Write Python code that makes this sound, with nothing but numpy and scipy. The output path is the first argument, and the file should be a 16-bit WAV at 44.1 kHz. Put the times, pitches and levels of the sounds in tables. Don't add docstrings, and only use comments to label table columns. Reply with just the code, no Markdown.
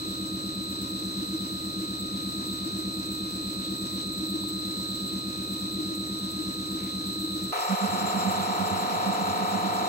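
import sys
import numpy as np
from scipy import signal
from scipy.fft import rfft, irfft
from scipy.io import wavfile
from scipy.ndimage import uniform_filter1d, map_coordinates

SR = 44100
rng = np.random.default_rng(int(sys.argv[2]) if len(sys.argv) > 2 else 0)


def file_out(sig):
    cols = np.atleast_2d(sig).T
    lim = np.clip(cols, -1, 1)
    pcm = np.round(lim * 32767).astype(np.int16)
    wavfile.write(sys.argv[1], SR, pcm)


N = 435708
T = np.arange(N) / SR
FREQS = np.maximum(np.arange(N // 2 + 1) * SR / N, 1)

TURN_HZ, VALVE_HZ = 8.31, 100 / 3
CARRIER_HZ, STATOR_HZ = 4000, 16.95
VALVE_OPENS_S, PUMP_REFILLS_S = 7.524, 7.88
MIC_DELAYS_S = np.array([[0], [0.00022]])


def from_db(db):
    return 10 ** (np.asarray(db) / 20)


def at_hz(points, hz):
    known_hz, values = np.transpose(points)
    return np.interp(np.log(hz), np.log(known_hz), values)


def in_time(rows):
    times, *columns = np.transpose(rows)
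    return [np.interp(T, times, column) for column in columns]


def switch(at_s, rise_s):
    return .5 + .5 * np.tanh((T - at_s) / rise_s)


def pan(db):
    gains = from_db(np.array([[db], [-db]]) / 2)
    return gains / np.sqrt(np.mean(gains ** 2))


def drift(rate):
    knots = rng.standard_normal(1000)
    coarse = map_coordinates(knots, [T[::50] * rate], order=3, mode="wrap")
    return np.interp(T, T[::50], coarse)


def with_turn(depth_db, place):
    return from_db(depth_db * np.cos(2 * np.pi * (TURN_HZ * T - place)))


def hump(hz, width_hz, at=FREQS):
    return -20 * np.log10(1 + ((at - hz) / (0.68 * width_hz)) ** 2)


# frequency in Hz, likeness from 0 to 1.
MIC_LIKENESS = [(30, .55), (120, .88), (300, .82), (700, .6), (4000, .6), (8000, .66), (15000, .5)]
# frequency in Hz, lead in radians.
LEFT_LEAD = [(20, 0), (340, .3), (690, 1.0), (1250, 3.0), (2600, 6.5), (4100, 11.0), (5400, 16.5),
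             (6400, 18.8), (16000, 18.8)]
def noise(db_per_hz):
    direct, left, right = rfft(rng.standard_normal((3, N)))
    alike = at_hz(MIC_LIKENESS, FREQS)
    arriving = np.array([direct, direct * np.exp(-1j * at_hz(LEFT_LEAD, FREQS))])
    mixed = np.sqrt(alike) * arriving + np.sqrt(1 - alike) * np.array([left, right])
    return irfft(mixed * from_db(db_per_hz) * np.sqrt(SR / 2), N)


def tone(hz, level_db, pan_db, lead, waver_db, start=0):
    angle = 2 * np.pi * (hz * T + start) - lead * np.array([[0], [1]])
    return np.sqrt(2) * from_db(level_db + waver_db * drift(1.582)) * pan(pan_db) * np.sin(angle)


def beating_phases(multiples, level_db, lead, depth, beats=1, tries=800, centre=0, spread=1):
    starts = centre + spread * (rng.random((tries, len(multiples))) - .5)
    waves = from_db(level_db)[:, None] * np.exp(2j * np.pi * np.outer(multiples, np.arange(256) / 256))
    sides = np.exp(2j * np.pi * starts - 1j * np.array([0 * lead, lead])[:, None]) @ waves
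    ripple = abs(rfft(abs(sides) ** 2))
    wanted = depth / 2 * (np.arange(ripple.shape[-1]) == beats)
    miss = np.sum((ripple / ripple[..., :1] - wanted) ** 2, axis=(0, 2))
    return starts[miss.argmin()]


def cycle(rate_hz, level_db, pan_db, lead, depth=0, delay_s=0, spread=1):
    size = 2 ** 14
    gains = from_db(level_db + np.array([pan_db, -pan_db]) / 2)
    gains /= np.sqrt(np.cosh(pan_db * np.log(10) / 20))
    centre = -rate_hz * np.cumsum(np.broadcast_to(delay_s, lead.shape))
    start = beating_phases(np.arange(len(lead)), level_db, lead, depth, centre=centre, spread=spread)
    harmonics = gains * np.exp(2j * np.pi * start - 1j * np.array([0 * lead, lead]))
    waves = irfft(np.pad(harmonics, ((0, 0), (1, 0))), size) * size / np.sqrt(2)
    return np.array([np.interp(T * rate_hz % 1 * size, np.arange(size), wave) for wave in waves])


def swells(rows, hz, half_s, detune, squareness=2, fade=1):
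    out = np.zeros((2, N))
    for (peak_s, level_db), chance in zip(rows, rng.standard_normal(len(rows))):
        near = slice(*np.searchsorted(T, [peak_s - 4 * half_s, peak_s + 4 * half_s]))
        t = T[near] - peak_s - MIC_DELAYS_S
        envelope = np.exp(-.5 * abs(np.where(t > 0, fade, 1) * t / half_s) ** squareness)
        note = np.cos(2 * np.pi * hz * (1 + detune * chance) * t)
        out[:, near] += np.sqrt(2) * from_db(level_db) * envelope * note
    return out


# frequency in Hz, level in dB per Hz.
CABINET_NOISE = [(20, -101), (35, -95), (90, -78.5), (300, -75.5), (700, -98), (1000, -81.5), (1600, -86),
                 (2300, -92), (3000, -86.5), (3400, -86), (4550, -87.5), (5000, -82), (7000, -92),
                 (10000, -99), (14000, -102)]
def cabinet(opened, stall_share=0.65, flow_hz=380):
    air = noise(at_hz(CABINET_NOISE, FREQS)) * from_db(drift(20)) * with_turn(1.0, 0.22)
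    flow = irfft(rfft(air) * (FREQS < flow_hz), N)
    stalled = opened * (1 - switch(PUMP_REFILLS_S, .06))
    return air - stall_share * flow * stalled


# peak in seconds, half length in seconds, pitch in Hz, width in Hz, dB per Hz.
SCUFFS = [(6.846, 0.059, 2100, 1800, -84.5)]
def scuff():
    return sum(noise(db + hump(hz, width)) * np.exp(-.5 * ((T - peak_s) / half_s) ** 2)
               for peak_s, half_s, hz, width, db in SCUFFS)


# start in seconds, level in dB.
TAPS = [(4.253, -52), (4.436, -38), (4.796, -50)]
# pitch in Hz, dB added to the tap's level.
PANEL_NOTES = [(870, -10), (974, 0)]
def panel_taps(ring_s=.03):
    out = np.zeros((2, N))
    for start_s, level_db in TAPS:
        near = slice(*np.searchsorted(T, [start_s, start_s + 2 * ring_s]))
        t = np.maximum(T[near] - start_s - MIC_DELAYS_S, 0)
        for hz, db in PANEL_NOTES:
            out[:, near] += from_db(level_db + db - 60 * t / ring_s) * np.sin(2 * np.pi * hz * t)
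    return out


# pitch in Hz, base level in dB, pan in dB, left lead in radians.
THIN_TONES = [(550, -59.8, -1, 1.4), (4829, -69.3, -3, -0.1), (5000, -66.4, 0, 1.7), (7747, -64.1, 0, 0.1),
              (7966, -67.1, 0, 0.1), (8000, -58.0, 0, -0.1), (8034, -65.1, 2, 0.1), (8247, -66.5, 1, 0)]
# time in seconds, added level in dB.
THIN_GAIN = [(0.1, 1.5), (0.9, 2.5), (3.2, -0.5), (3.5, 4.5), (4.0, 2), (4.4, 2), (5.0, 2.5), (5.4, 1.5),
             (5.8, -1), (6.7, -0.5), (7.45, -2), (7.6, -6)]
def electronics():
    tones = sum(tone(*row, waver_db=1.0, start=rng.random()) for row in THIN_TONES)
    return tones * from_db(in_time(THIN_GAIN)[0])


# time in seconds, base level in dB.
WHISTLE_OCTAVE = [(0.2, -62), (0.85, -60.5), (1.3, -62), (2.5, -60.5), (3.1, -58.5), (3.7, -58.5),
                  (4.8, -65.5), (5.4, -57), (6.2, -62.5), (6.9, -64)]
def whistle(opened, hz=1250):
    lead = -2.61 + .06 * T
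    main = tone(hz, -45 - 12 * opened, pan_db=3, lead=lead, waver_db=.5)
    octave_db = in_time(WHISTLE_OCTAVE)[0] - 0.5 - 9.1 * opened
    return main + tone(2 * hz, octave_db, pan_db=-2, lead=.4, waver_db=.5)


# pitch in Hz, level in dB.
FRAME_TONES = [(250, -53), (300, -51), (383.3, -57.5), (386.3, -57.5), (483, -62)]
def frame_hum(opened):
    tones = sum(tone(hz, db, 0, at_hz(LEFT_LEAD, hz), waver_db=.5, start=rng.random())
                for hz, db in FRAME_TONES)
    return tones * (1 - opened)


def motor_load(first_s=1.33, every_s=1.5, rebound_s=0.32, half_s=0.1):
    since = T - first_s - np.array([[0], [rebound_s]])
    from_peak_s = (since + every_s / 2) % every_s - every_s / 2
    peak, rebound = np.exp(-.5 * (from_peak_s / half_s) ** 2)
    return peak + rebound


def motor_hum(opened, drop_db=23, return_db_per_s=6.5):
    relief_db = opened * (drop_db - return_db_per_s * (T - VALVE_OPENS_S))
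    level_db = -43 + 2.5 * motor_load() - relief_db
    return tone(317.2, level_db, pan_db=-2, lead=-.1, waver_db=1.0) * with_turn(1.0, 0.22)


def outer_sidebands(fall_db=0.52, triple_loss_db=6.5, upper_gain_db=3.5):
    multiples = np.r_[-27:-8:2, 9:28:2]
    level_db = -55 - fall_db * (abs(multiples) - 9) + upper_gain_db * (multiples > 0)
    level_db -= triple_loss_db * (multiples % 3 == 0)
    room_scatter = 1.46 * rng.standard_normal(len(multiples))
    leads = at_hz(LEFT_LEAD, CARRIER_HZ) + room_scatter
    return [(multiple, db, -6, lead) for multiple, db, lead in zip(multiples, level_db, leads)]


def hold_level(sound):
    power = np.mean(sound ** 2, axis=0)
    return sound * np.sqrt(power.mean() / uniform_filter1d(power, size=int(4 * SR / STATOR_HZ)))


# steps of STATOR_HZ from the carrier, base level in dB, pan in dB, left lead in radians.
SIDEBANDS = [(-7, -49, -5, 3.0), (-5, -45.4, -2, -1.4), (-3, -50.5, -1, -2.2), (-1, -45.3, 4, 1.6),
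             (1, -45.2, 3, -3.0), (3, -50, 2, 1.4), (5, -42.1, -6, -1.1), (7, -52, -2, 0)]
# time in seconds, extra rate in Hz.
STATOR_RACE = [(7.45, 0), (7.55, 1.0), (8.2, .8), (9.0, .35), (9.88, .05)]
def sidebands():
    rows = list(SIDEBANDS) + outer_sidebands()
    multiples, levels_db, _, leads = np.transpose(rows)
    starts = beating_phases(multiples, levels_db, leads, depth=.55, beats=4, tries=4000)
    turns_ahead = np.cumsum(in_time(STATOR_RACE)[0]) / SR
    out = np.zeros((2, N))
    for (multiple, db, pan_db, lead), start in zip(rows, starts):
        hz = CARRIER_HZ + multiple * STATOR_HZ
        out += tone(hz, db, pan_db, lead, waver_db=1.4, start=start + multiple * turns_ahead)
    return hold_level(out)


# centre in Hz, width in Hz, base level in dB per Hz.
CARRIER_HISS = [(3905, 420, -70.8), (7947, 450, -77), (11850, 650, -84.3), (15600, 370, -87)]
# time in seconds, level in dB (reference_db leaves it unchanged).
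WHINE_LEVEL = [(0.05, -41.5), (0.8, -41), (1.05, -40.5), (1.75, -41), (2.7, -40.5), (3.05, -40.5),
               (3.7, -41), (4.2, -39.5), (4.5, -39.5), (4.9, -39), (5.35, -41), (5.6, -40), (6.8, -40.8),
               (7.25, -39), (7.65, -42), (8.3, -42), (8.6, -43), (9.8, -43.5)]
def inverter(opened, reference_db=-39):
    whine = sidebands() * from_db(1.15 - opened)
    first_power, *upper_powers = [from_db(db + hump(hz, width)) ** 2 for hz, width, db in CARRIER_HISS]
    hiss = noise(10 * np.log10(first_power)) * from_db(2.0 * drift(20) + 1.8 * opened)
    pulse_db = 1.5 * np.cos(2 * np.pi * STATOR_HZ * T)
    sizzle = noise(10 * np.log10(sum(upper_powers))) * from_db(2.3 * drift(45) + pulse_db + 0.5 * opened)
    return (whine + hiss + sizzle) * from_db(in_time(WHINE_LEVEL)[0] - reference_db)


# frequency in Hz, level in dB of a harmonic there.
PUMP_GROWL = [(16, -87), (25, -69), (34, -96), (50, -73), (75, -57.5), (150, -59.5), (196, -62),
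              (250, -55.5), (330, -51.5), (385, -71), (600, -72.5), (800, -78.5), (1400, -106),
              (3000, -101)]
# frequency in Hz, level in dB per Hz.
PUMP_CHURN = [(25, -88), (38, -95), (52, -79), (90, -76.5), (200, -80), (310, -70.5), (420, -81.5),
              (620, -82), (900, -100)]
# peak in seconds, level in dB.
HARD_KNOCKS = [(0.266, -35), (1.229, -31), (1.35, -31), (1.838, -34), (2.672, -29), (2.793, -30.5),
               (3.728, -30.5), (4.234, -28.5), (4.356, -27), (4.475, -33), (5.8, -27), (5.92, -32),
               (6.408, -28.5), (6.76, -36), (7.243, -29), (7.364, -30)]
# place in the turn (0-1), pitch in Hz, half length in seconds, level in dB.
TURN_SWELLS = [(0.88, 195.5, 0.02, -33), (.17, 312, 0.0087, -45.5), (0.15, 126, 0.013, -54),
               (0.5, 465, 0.0043, -53.5)]
def loaded_pump(uneven_db=1.07, jitter_s=0.00011):
    harmonics_hz = TURN_HZ * np.arange(1, 360)
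    lead = at_hz(LEFT_LEAD, harmonics_hz) + 0.45 * rng.standard_normal(len(harmonics_hz))
    growl = cycle(TURN_HZ, at_hz(PUMP_GROWL, harmonics_hz), np.zeros_like(lead), lead)
    growl *= from_db(0.6 * drift(14))
    out = (growl + noise(at_hz(PUMP_CHURN, FREQS))) * with_turn(0.21, 0.99)
    out += swells(HARD_KNOCKS, hz=317.0, half_s=0.012, detune=0.0075)
    turns = np.arange(int(T[-1] * TURN_HZ))
    for place, hz, half_s, level_db in TURN_SWELLS:
        timing, strength = rng.standard_normal((len(turns), 2)).T
        peaks_s = (turns + place) / TURN_HZ + jitter_s * timing
        rows = np.column_stack([peaks_s, level_db + uneven_db * strength])
        out += swells(rows, hz, half_s, detune=0.007)
    return out * pan(0.97)


# peak in seconds, level in dB.
THROBS = [(7.729, -24), (7.845, -25.5), (7.948, -28.5), (8.04, -30.5), (8.171, -26), (8.281, -25),
          (8.397, -33), (8.512, -31), (8.619, -28.5), (8.735, -34), (8.845, -37), (9.092, -27.5),
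          (9.212, -32.5), (9.292, -34), (9.436, -31), (9.556, -28.5), (9.671, -29.5), (9.79, -35.5)]
# peak in seconds, level in dB.
LINE_KNOCKS = [(7.905, -40), (8.29, -42), (8.61, -45), (8.73, -38), (9.31, -37.5), (9.5, -41.5)]
# frequency in Hz, level in dB per Hz.
PUMP_RUMBLE = [(40, -99), (75, -88), (100, -59), (130, -75), (190, -57), (250, -64.5), (330, -62.5),
               (430, -92), (900, -110)]
def unloaded_pump():
    throbs = swells(THROBS, hz=194.4, half_s=0.024, detune=0.012, squareness=3.3, fade=1.5)
    thuds = from_db(-11) * swells(THROBS, hz=249, half_s=0.0093, detune=0.12, fade=1.3)
    knocks = swells(LINE_KNOCKS, hz=99.0, half_s=0.018, detune=0.046)
    rumble = noise(at_hz(PUMP_RUMBLE, FREQS)) * switch(PUMP_REFILLS_S, 0.025)
    return (throbs + thuds + knocks + rumble) * pan(-7.5)


# time in seconds, pitch in Hz, base level in dB.
JET_WHISTLE = [(7.52, 7740, -60), (7.65, 7500, -47.5), (8.0, 7370, -46.5), (8.4, 7330, -45),
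               (9.0, 7240, -51), (9.88, 7100, -48.5)]
def fuel_jet():
    jet_hz, jet_db = in_time(JET_WHISTLE)
    centre_hz = np.median(jet_hz)
    band = signal.hilbert(noise(hump(centre_hz, width_hz=320)))
    gliding = np.real(band * np.exp(2j * np.pi * np.cumsum(jet_hz - centre_hz) / SR))
    spurts_db = 5 * np.minimum(drift(85), 1.3)
    return gliding / np.std(gliding) * from_db(jet_db - 1.5 + spurts_db) * pan(6.6)


# frequency in Hz, base level in dB per Hz.
SPILL_RUSH = [(250, -91), (420, -67.5), (650, -70), (1000, -68), (1230, -65), (1400, -68.5), (1700, -80.5),
              (2800, -80.5), (3300, -81), (4750, -93), (5400, -80.5), (6100, -92), (9000, -94.5),
              (13500, -97.5), (15500, -99)]
# centre in Hz, width in Hz, base level in dB per Hz.
SPILL_SPUTTER = [(5300, 600, -78), (6400, 500, -86), (9800, 1500, -92.5), (13000, 2600, -92)]
def fuel_spill(rush_fall_db_per_s=1.0, sputter_fall_db_per_s=2.5):
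    since = np.maximum(T - VALVE_OPENS_S, 0)
    rush = noise(at_hz(SPILL_RUSH, FREQS)) * from_db(1.84 - rush_fall_db_per_s * since + 0.9 * drift(40))
    sputter = sum(noise(db + hump(hz, width)) * from_db(6 * np.tanh(drift(50)))
                  for hz, width, db in SPILL_SPUTTER)
    sputter *= from_db(-sputter_fall_db_per_s * since)
    return rush * with_turn(0.75, 0.2) + (fuel_jet() + sputter) * with_turn(1.5, 0.2)


def settle(buzz, split_hz=1100, treble_fades_s=0.24, body_grows_s=0.97):
    since = np.maximum(T - VALVE_OPENS_S, 0)
    treble = irfft(rfft(buzz) * (FREQS > split_hz), N)
    treble_db = 4 * np.exp(-since / treble_fades_s)
    body_db = 1.13 - 3 * np.exp(-since / body_grows_s)
    return treble * from_db(treble_db) + (buzz - treble) * from_db(body_db)


# frequency in Hz, level in dB of a harmonic there.
VALVE_RATTLE = [(33, -88), (130, -76), (200, -70), (400, -83), (1400, -57.5), (1700, -61.5), (2100, -65.5),
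                (2750, -62), (3050, -67), (3250, -75), (5000, -112)]
# pitch in Hz, width in Hz, base level in dB, pan in dB, left lead in radians.
VALVE_NOTES = [(367, 18, -47.5, -34, 2), (433, 15, -43.5, 2, 1.52), (521, 34, -45, 16, 1.37),
               (740.6, 75, -35.5, -4, 0.87), (778, 35, -35.5, -3.5, 2.5), (790, 90, -43.5, 6.5, 3),
               (899, 35, -40, 11.5, 1.35), (956.6, 77, -39, 5, 2.5), (1037, 34, -46, 12, 0.52),
               (1173, 45, -45.5, 4.5, -2.5), (1222, 65, -42, -1, 2), (1285, 54, -46, 8, 1),
               (1490, 140, -66.5, 15.5, -3.5), (1862, 65, -54.5, 22, -2.5), (2295, 28, -49.5, 5, -1.5),
               (2670, 150, -61, 9, -1.5)]
# frequency in Hz, delay in seconds.
TICK_DELAY = [(430, -.005), (620, -.002), (720, .005), (800, .009), (950, .011), (1100, .003), (1300, .003)]
# frequency in Hz, blur from 0 to 1.
TICK_BLUR = [(400, .25), (700, .4), (1200, .55), (1700, .9)]
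def valve(scatter_db=3.0):
    harmonics_hz = VALVE_HZ * np.arange(1, 150)
    level_chance, pan_chance, lead_chance = rng.standard_normal((3, len(harmonics_hz)))
    rattle_db = at_hz(VALVE_RATTLE, harmonics_hz) + scatter_db * level_chance
    rattle = [rattle_db, scatter_db * pan_chance, at_hz(LEFT_LEAD, harmonics_hz) + lead_chance]
    notes_db = np.array([db + hump(hz, width, harmonics_hz) for hz, width, db, *_ in VALVE_NOTES])
    *_, pan_db, lead = np.array(VALVE_NOTES)[notes_db.argmax(axis=0)].T
    ring_db = notes_db.max(axis=0)
    harmonics = np.where(ring_db > rattle_db, [ring_db, pan_db, lead], rattle)
    buzz = cycle(VALVE_HZ, *harmonics, depth=.32,
                 delay_s=at_hz(TICK_DELAY, harmonics_hz), spread=at_hz(TICK_BLUR, harmonics_hz))
    return settle(buzz) * from_db(-0.5 + 0.23 * drift(6.1))


def shade_right(sound, depth_db):
    tilt_db = depth_db * np.interp(FREQS, [7500, 10000], [0, 1])
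    return irfft(rfft(sound) * from_db(np.array([tilt_db, -tilt_db]) / 2), N)


def scene():
    opened = switch(VALVE_OPENS_S, 0.00064)
    loaded = 1 - switch(VALVE_OPENS_S, 0.0091)
    background = cabinet(opened) + scuff() + panel_taps()
    tones = electronics() + whistle(opened) + frame_hum(opened) + motor_hum(opened)
    bench = background + tones + inverter(opened) + loaded * loaded_pump() + unloaded_pump()
    release = fuel_spill() + valve()
    return shade_right(bench, depth_db=3.0) + opened * shade_right(release, depth_db=14.0)


def record(dry, cutoff_hz=15800):
    return signal.sosfilt(signal.ellip(12, .1, 90, cutoff_hz, fs=SR, output="sos"), dry)


dry = scene()
out = record(dry)
file_out(out)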